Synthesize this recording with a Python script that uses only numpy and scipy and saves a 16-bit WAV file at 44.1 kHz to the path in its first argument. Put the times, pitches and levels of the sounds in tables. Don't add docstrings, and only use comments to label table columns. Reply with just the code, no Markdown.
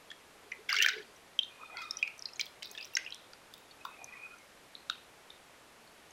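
import sys
import numpy as np
from scipy import signal
from scipy.fft import rfft, irfft
from scipy.io import wavfile
from scipy.ndimage import uniform_filter1d

SR = 44100
rng = np.random.default_rng(int(sys.argv[2]) if len(sys.argv) > 2 else 0)


def pcm_store(signal):
    levels = np.round(np.clip(np.atleast_2d(signal), -1, 1) * 32767)
    wavfile.write(sys.argv[1], SR, levels.astype(np.int16).T)


N = 269892

# start in seconds, first bubble in Hz, its peak in dB, second bubble in Hz,
# its peak in dB, ring t60 in seconds, crack level in dB, tick level in dB, top-band noise level in dB.
DROP_EVENTS = [(.103, 3310, -39.5, 6440, -66, 0.021, -50, -71, -90),
               (0.114, 1780, -38.5, 3380, -45, 0.017, -43, -62, -85),
               (.517, 2164, -35, 5850, -46, 0.02, -48, -72, -90),
               (.52, 2070, -28, 2380, -30, 0.011, -54, -67, -84),
               (.691, 2190, -23, 3400, -31.5, 0.018, -35, -44, -43),
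               (.7, 2960, -29, 4970, -41, 0.035, -39, -57, -46),
               (.715, 2830, -32, 2160, -45, 0.032, -46, -60, -67),
               (.728, 1220, -25.5, 4850, -16.5, 0.012, -39, -28, -43),
               (.742, 1470, -24, 4600, -33, 0.015, -29, -40, -52),
               (.755, 6000, -34, 4800, -34, .014, -45, -37, -53),
               (0.765, 2194, -24.5, 5500, -24.5, 0.028, -28, -44, -49),
               (.772, 2130, -24, 2240, -26, .02, -45, -49, -56),
               (.786, 2830, -22, 2340, -25, 0.025, -25.5, -43, -42),
               (0.802, 2740, -12.5, 1800, -20, 0.018, -50, -61, -65),
               (0.814, 2800, -21, 1810, -19.5, 0.02, -27, -41, -37),
               (0.823, 2990, -15.5, 5890, -18, 0.028, -16, -25, -25),
               (.832, 3170, -19, 2210, -22, 0.019, -22, -55, -66),
               (.845, 3120, -17, 1526, -17.5, 0.023, -43, -60, -58),
               (0.861, 1736, -10, 2330, -12.5, .013, -16, -38, -31.5),
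               (0.885, 1490, -19.5, 4810, -26, .024, -17, -58, -56),
               (0.893, 3770, -23.5, 2140, -39, 0.012, -32, -58, -60),
               (0.901, 6400, -44, 2540, -34, 0.016, -52, -52, -70),
               (0.933, 6200, -49, 3840, -37, .016, -50, -49, -68),
               (1.162, 5750, -56, 5960, -60, 0.037, -71, -80, -90),
               (1.3898, 3175, -12, 6000, -35, 0.015, -32.5, -63, -88),
               (1.427, 6000, -52, 3300, -48, .012, -60, -70, -90),
               (1.4323, 3620, -25, 4160, -51, 0.01, -42, -65, -87),
               (1.445, 6100, -51, 2900, -52, .015, -62, -62, -88),
               (1.77, 4480, -34.5, 2180, -34, 0.0083, -35.5, -65, -75),
               (1.817, 1323, -40.5, 4940, -47, 0.062, -44, -62, -56),
               (1.909, 5300, -22, 3890, -37, 0.013, -57, -36.5, -77),
               (1.97, 5770, -29, 3800, -56, 0.021, -58, -52, -80),
               (1.987, 3100, -47, 5000, -49, 0.049, -55, -59, -57),
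               (2.027, 2492, -14.5, 4900, -44, 0.02, -32, -67, -62),
               (2.075, 2400, -33.5, 5100, -45, 0.022, -41, -64, -61),
               (2.179, 6050, -51, 2300, -60, .015, -66, -46, -63),
               (2.193, 5780, -35, 2450, -67, 0.01, -65, -69, -100),
               (2.223, 4940, -40, 5350, -31.5, 0.0075, -64, -49, -90),
               (2.256, 4910, -25.5, 4240, -32, 0.014, -64, -67, -84),
               (2.287, 2620, -49, 5600, -50, 0.027, -63, -70, -75),
               (2.334, 5300, -40.5, 4170, -62, .02, -63, -63, -68),
               (2.359, 6700, -40, 4100, -53, 0.015, -64, -68, -90),
               (2.367, 6200, -46, 4060, -48, .013, -80, -80, -90),
               (2.395, 2304, -27.5, 6180, -34, 0.019, -29, -67, -61),
               (2.403, 3200, -28.5, 5050, -40, 0.013, -38, -55, -44),
               (2.411, 4910, -22.5, 4070, -28, .014, -23, -44, -57),
               (2.456, 5800, -47, 1980, -62, .014, -46, -56, -49),
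               (2.465, 3400, -38.5, 4650, -45, 0.01, -55, -66, -69),
               (2.623, 3060, -39, 2160, -45.5, 0.017, -42, -55, -69),
               (2.628, 4010, -38, 4760, -38, 0.018, -30.5, -42, -55),
               (2.655, 4800, -40, 3840, -49, 0.018, -57, -63, -50),
               (2.713, 6460, -39.5, 2510, -64, 0.015, -55, -37, -46),
               (2.749, 3310, -45, 1730, -48, 0.031, -48, -67, -82),
               (2.776, 3600, -34, 4900, -44, 0.015, -65, -76, -86),
               (2.78, 2780, -40.5, 1740, -47, 0.035, -46, -74, -73),
               (2.81, 2660, -44, 4750, -41, 0.023, -58, -72, -59),
               (2.827, 5030, -36.5, 2460, -50, 0.023, -56, -63, -59),
               (2.846, 5670, -34.5, 3700, -45, 0.0055, -61, -61, -62),
               (2.852, 5840, -40, 2600, -58, 0.012, -56, -67, -49),
               (2.873, 5650, -51, 2500, -69, .014, -68, -66, -80),
               (2.935, 2720, -47.5, 5800, -56, 0.041, -65, -74, -50),
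               (2.952, 5530, -18, 3980, -37, 0.018, -52, -53, -45),
               (2.968, 1995, -18.5, 2800, -25, 0.0095, -15, -35.5, -60),
               (2.969, 1578, -26.5, 6260, -23.5, 0.019, -27, -43, -70),
               (2.984, 2480, -41, 5000, -48, .02, -53, -67, -72),
               (3.048, 2510, -45, 5100, -43.5, 0.024, -63, -71, -90),
               (3.063, 2760, -32, 1910, -48, 0.013, -58, -70, -89),
               (3.074, 2480, -38.5, 5170, -59, .02, -62, -68, -68),
               (3.105, 5460, -40, 3160, -42, 0.0093, -54, -63, -90),
               (3.123, 3220, -34, 3940, -33.5, 0.013, -49, -67, -90),
               (3.145, 5570, -36, 3560, -41, 0.0058, -60, -39, -80),
               (3.333, 4770, -41.5, 1430, -48, 0.015, -44, -55, -84),
               (3.538, 3560, -44, 4900, -44.5, 0.017, -48, -42, -53),
               (3.579, 3630, -62, 4600, -66, .016, -59, -48, -53),
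               (3.71, 4420, -49.5, 3680, -54, 0.026, -68, -66, -74),
               (3.85, 1046, -33.5, 3600, -38.5, 0.013, -40.5, -54, -46.5),
               (3.852, 1360, -34.5, 4750, -43.5, 0.018, -59, -60, -70),
               (4.043, 6050, -36, 820, -61, 0.016, -57, -37.5, -85),
               (4.385, 6120, -51.5, 1420, -65, .016, -69, -53, -87),
               (4.752, 3900, -32.5, 4160, -59, .006, -63, -64, -82),
               (4.893, 3900, -50, 1500, -63, .008, -70, -75, -90),
               (4.898, 3740, -20.5, 1430, -26, 0.0085, -20.5, -41, -54),
               (5.303, 3650, -39, 5090, -54, .012, -62, -51, -84),
               (5.874, 4360, -53, 1500, -68, 0.014, -65, -66, -86),
               (6.108, 6440, -48.5, 2400, -74, .016, -71, -70, -87)]
# pitch in Hz, gain in dB.
SLAP_SPECTRUM = [(530, -70), (900, -40), (1050, -32), (1500, 13.5), (2530, 3), (3010, 7.5), (4100, -4.5),
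                 (5700, -6.5), (8000, -28), (10400, -61), (17600, -120)]
# start in seconds, starting level in dB,
# commonest bubble in Hz, t60 in seconds, spread of sizes from 0 to 1 (log pitch, either way).
FIZZ_EVENTS = [(.108, -57, 3300, .25, 0), (.525, -56.5, 2160, 0.32, .12), (1.437, -60, 3500, 0.24, 0.2),
               (1.975, -60.5, 5600, 0.31, .12), (.9, -56, 4450, .5, .2), (1.405, -54.5, 3360, .6, 0.24),
               (1.78, -53.5, 4630, .5, 0.22), (1.915, -65, 4980, .3, 0.3), (2.045, -47, 2495, .5, 0.13),
               (2.265, -56.5, 4460, .3, .15), (2.405, -58, 2700, .3, 0.3), (2.8, -54, 3970, 0.54, .25),
               (2.635, -47.5, 4510, 0.46, 0.24), (2.63, -60, 2870, 0.26, 0.33),
               (2.785, -53.5, 2730, .5, 0.19), (2.958, -66, 5400, 0.23, 0.1),
               (2.975, -50.5, 2240, .45, 0.43), (2.975, -56, 3940, 0.42, 0.29), (3.065, -51, 2840, .4, .15),
               (3.13, -55.5, 3670, .6, 0.13), (2.83, -64, 5000, .3, 0.12), (3.545, -63, 3670, .5, 0),
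               (3.86, -58, 3640, .4, 0), (3.86, -48, 1172, .3, 0.23), (4.76, -61, 4200, .4, 0.02),
               (4.905, -49.5, 3385, .4, 0.31), (4.905, -54, 1440, .25, .15), (5.31, -62.5, 3680, .4, 0.02)]
# peak time in seconds, peak level in dB, swell in seconds,
# sink in seconds, pitch in Hz.
HUM_EVENTS = [(.695, -53, 0.011, 0.054, 720), (.865, -47.5, .01, 0.03, 660), (.97, -56.5, .08, 0.094, 4680),
              (1.52, -57, .03, 0.051, 2510), (1.61, -52, .02, 0.04, 1006), (1.635, -54, 0.035, 0.034, 1260),
              (1.65, -54.5, 0.093, 0.22, 2466), (1.64, -63, .06, 0.048, 3600), (1.665, -65, .03, .03, 4140),
              (1.699, -55, .02, 0.052, 1310), (1.734, -52, .03, 0.032, 760), (1.772, -51, .04, .12, 2060),
              (1.773, -47.5, .03, 0.053, 1405), (1.785, -53.5, .03, 0.047, 984),
              (1.789, -57, .05, 0.071, 3335), (1.799, -49.5, .05, 0.2, 2480),
              (1.831, -51.5, .03, 0.23, 1273), (1.85, -59, .06, 0.18, 3680), (1.952, -70, .03, 0.043, 1250),
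              (2.02, -55, .05, 0.064, 3250), (2.712, -59, .05, 0.051, 2505), (2.785, -64, .02, 0.025, 800),
              (2.801, -49.5, .04, 0.049, 2563), (2.98, -58, .02, 0.036, 652),
              (3.819, -62, .03, 0.057, 2520), (3.928, -57.5, .08, .05, 2570),
              (3.966, -61, .03, 0.038, 2210), (4.009, -55, .03, .05, 2465), (4.02, -51, .03, 0.055, 760),
              (4.136, -48, .12, 0.12, 2476), (4.14, -56.5, .04, 0.062, 1950),
              (4.14, -57.5, .03, 0.099, 1144), (4.17, -57, .06, 0.11, 2210),
              (4.252, -47.5, .06, 0.078, 2456), (4.27, -56, .04, 0.028, 1370),
              (4.344, -54.5, .04, 0.033, 1370), (4.42, -60, .04, 0.028, 2160)]
# peak time in seconds, peak level in dB,
# swell in seconds, sink in seconds.
BOTTLE_MURMURS = [(.3, -69, .04, .1), (0.495, -63.5, 0.081, 0.09), (.6, -58.5, 0.032, 0.091),
                  (0.801, -49.5, .04, 0.043), (0.858, -53, .03, 0.026), (.974, -48, .07, 0.079),
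                  (2.719, -64.5, .06, 0.077)]
# frequency in Hz, t60 in seconds.
ECHO_T60 = [(500, 0.18), (1500, 0.23), (3000, 0.26), (6000, 0.32), (12000, 0.23)]
# frequency in Hz, gain in dB.
ECHO_SPECTRUM = [(500, 7), (2000, 9.5), (4500, 7), (7000, -4), (14000, 13)]
# frequency in Hz, relative density in dB per Hz.
HISS_SPECTRUM = [(20, -9), (200, -3.5), (340, -1.5), (460, 0), (1060, -2.5), (2330, -5.5), (2890, -7.5),
                 (6000, -14), (12700, -18), (13000, -36), (16000, -39)]

FROTH_GAIN, FROTH_RING_RATIO = .09, 1.3
SMALL_HZ, SMALL_RING_RATIO = 4500, 0.56
SLAP_START_S, SLAP_RISE_S, SLAP_HOLD_S, SLAP_FADE_S = .686, .006, 0.17, 0.21
SLAP_DB, SLAP_FADE_DB = -32.5, -34.5
FIZZ_RANGE_DB = 25.5
SWELL_DB = -15
HUM_WIDTH_HZ, HUM_WIDTH_AT_HZ = 73, 2600
BOTTLE_HZ, BOTTLE_WIDTH_HZ = 420, 60
ECHO_GAIN_DB = -19
HISS_DB = -58.5
EDGE_HZ = 16000


def gain_of(db):
    return 10 ** (np.asarray(db) / 20)


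def evened(x):
    return x / np.sqrt(np.mean(x ** 2) + 1e-20)


def read(points, hz):
    point_hz, value = np.transpose(points)
    return np.interp(np.log(hz + 1), np.log(point_hz + 1), value)


def add(mix, start_s, sound):
    part = mix[round(start_s * SR):][:len(sound)]
    part += sound[:len(part)]


def bubble(hz, t60_s, phase, late_s=0., rise_cycles=4.3, glide_per_s=0.2, round_off=1.66, size=3000):
    t = np.maximum(np.arange(size) / SR - late_s, 0)
    rise = np.sin(np.pi / 2 * np.minimum(t * hz / rise_cycles, 1)) ** 2
    envelope = rise * gain_of(-60 * (t / max(t60_s, .003)) ** round_off)
    cycles = hz * t * (1 + glide_per_s * t) + phase
    return envelope / envelope.max() * np.sin(2 * np.pi * cycles)


def puff(low_hz, high_hz, t60_s, rise_s=0.0016):
    t = np.arange(3000) / SR
    band = signal.butter(4, [low_hz, high_hz], "bandpass", fs=SR, output="sos")
    noise = evened(signal.sosfilt(band, rng.standard_normal(len(t))))
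    return noise * np.minimum(t / rise_s, 1) * gain_of(-60 * t / t60_s)


def drops():
    out = np.zeros(N)
    chance = rng.random((len(DROP_EVENTS), 2, 4, 3))
    for (start_s, *rings, t60_s, crack_db, tick_db, top_db), luck in zip(DROP_EVENTS, chance):
        sound = gain_of(crack_db) * puff(1700, 6450, t60_s)
        for hz, db, lot in zip(rings[::2], rings[1::2], luck):
            ring_s = t60_s * (SMALL_RING_RATIO if hz > SMALL_HZ else 1)
            main = bubble(hz, ring_s, lot[0, 0])
            froth = sum(bubble(hz * (.82 + 0.47 * size), FROTH_RING_RATIO * ring_s, phase, 0.0035 * late)
                        for size, phase, late in lot[1:])
            sound += gain_of(db) * (main + FROTH_GAIN * froth)
        sound += gain_of(tick_db) * puff(5600, 11400, 0.0089)
        sound += gain_of(top_db) * puff(11160, 16200, 0.022)
        add(out, start_s, sound)
    return out


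def slap(per_s=150, spread_db=5.5):
    t = np.arange(0, SLAP_HOLD_S + SLAP_FADE_S, 1 / SR)
    swarm = np.zeros(len(t))
    for hz in np.geomspace(1100, 7500, num=36):
        strength = gain_of(spread_db * np.minimum(rng.exponential(1, len(t)), 4))
        strikes = strength * (rng.random(len(t)) < per_s / SR)
        colour = gain_of(read(SLAP_SPECTRUM, hz)) * hz ** 1.25
        ring = bubble(hz, 45 / hz, rng.random()) * colour
        swarm += signal.oaconvolve(strikes, ring)[:len(t)]
    fade = np.maximum(t - SLAP_HOLD_S, 0) / SLAP_FADE_S
    level = np.minimum(t / SLAP_RISE_S, 1) * gain_of(SLAP_DB + SLAP_FADE_DB * fade ** 1.62)
    return SLAP_START_S, level * evened(swarm)


def fizz(start_s, db, hz, t60_s, spread, per_s=1500):
    t = np.arange(0, t60_s * FIZZ_RANGE_DB / 60, 1 / SR)
    pops = np.zeros(len(t) + 3000)
    for when, size, phase, loud in rng.random((round(per_s * t[-1]), 4)):
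        pitch_hz = hz * np.exp(spread * (2 * size - 1))
        pop = gain_of(21.0 * loud) * bubble(pitch_hz, 40 / pitch_hz, phase, size=1400)
        add(pops, when * len(t) / SR, pop)
    fade = gain_of(db - 60 * t / t60_s)
    return start_s, fade * evened(pops[:len(t)]) * np.minimum(t / .004, 1)


def resonate(x, hz, width_hz):
    turn = np.exp(2j * np.pi * np.cumsum(hz * np.ones(len(x))) / SR)
    r = np.exp(-np.pi * width_hz / SR)
    return (turn * signal.lfilter([1], np.convolve([1, -r], [1, -r]), x / turn)).real


def slow_noise(x, window, size):
    return evened(uniform_filter1d(uniform_filter1d(x, window), window))[:size]


def hum(peak_s, db, swell_s, sink_s, hz, width_hz, waver=0.009, throb_db=3.0):
    t = np.arange(-2 * swell_s, 2 * sink_s, 1 / SR)
    noise, drift, throb = rng.standard_normal((3, SR))
    drift = slow_noise(drift, 900, len(t))
    throb = slow_noise(throb, 350, len(t))
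    level_db = db + SWELL_DB * np.maximum(-t / swell_s, t / sink_s) + throb_db * throb
    tone = evened(resonate(noise[:len(t)], hz * (1 + waver * drift), width_hz))
    return peak_s + t[0], gain_of(level_db) * tone


def trees(x, gap_s=0.0044):
    taps = np.zeros(SR // 2)
    at = np.arange(round(gap_s * SR), len(taps) - 20, 20)
    taps[at + rng.integers(0, 20, len(at))] = rng.choice([-1., 1.], len(at))
    hz, t, bands = signal.stft(taps, SR, nperseg=128)
    strength_db = read(ECHO_SPECTRUM, hz)[:, None]
    decay_db = 60 * t / read(ECHO_T60, hz)[:, None]
    tail = signal.istft(bands * gain_of(strength_db - decay_db), SR, nperseg=128)[1]
    return signal.fftconvolve(x, tail / np.linalg.norm(taps[:2000]) * 1.4)[:N]


def hiss():
    colour = gain_of(read(HISS_SPECTRUM, np.fft.rfftfreq(N, 1 / SR)))
    return gain_of(HISS_DB) * evened(irfft(rfft(rng.standard_normal(N)) * colour, N))


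def scene():
    drip = drops()
    water = drip + gain_of(ECHO_GAIN_DB) * trees(drip)
    add(water, *slap())
    for row in HUM_EVENTS:
        add(water, *hum(*row, HUM_WIDTH_HZ * HUM_WIDTH_AT_HZ / row[-1]))
    for row in BOTTLE_MURMURS:
        add(water, *hum(*row, BOTTLE_HZ, BOTTLE_WIDTH_HZ))
    for row in FIZZ_EVENTS:
        add(water, *fizz(*row))
    return (water + hiss())[None]


def record(dry):
    power_db = 10 * np.log10(abs(uniform_filter1d(dry[0] ** 2, 2000)) + 1e-12)
    fall_db = np.arange(N) * 77.0 / SR
    held_db = np.maximum.accumulate(power_db + fall_db) - fall_db
    over_db = np.maximum(held_db + 33.5, 0)
    ducked = dry / gain_of(0.34 * uniform_filter1d(over_db, 400))
    clipped = .3 * np.tanh(ducked / .3)
    low_pass = signal.firwin(511, EDGE_HZ, window=("kaiser", 9), fs=SR)
    return signal.oaconvolve(clipped, low_pass[None], "same")


dry = scene()
out = record(dry)
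pcm_store(out)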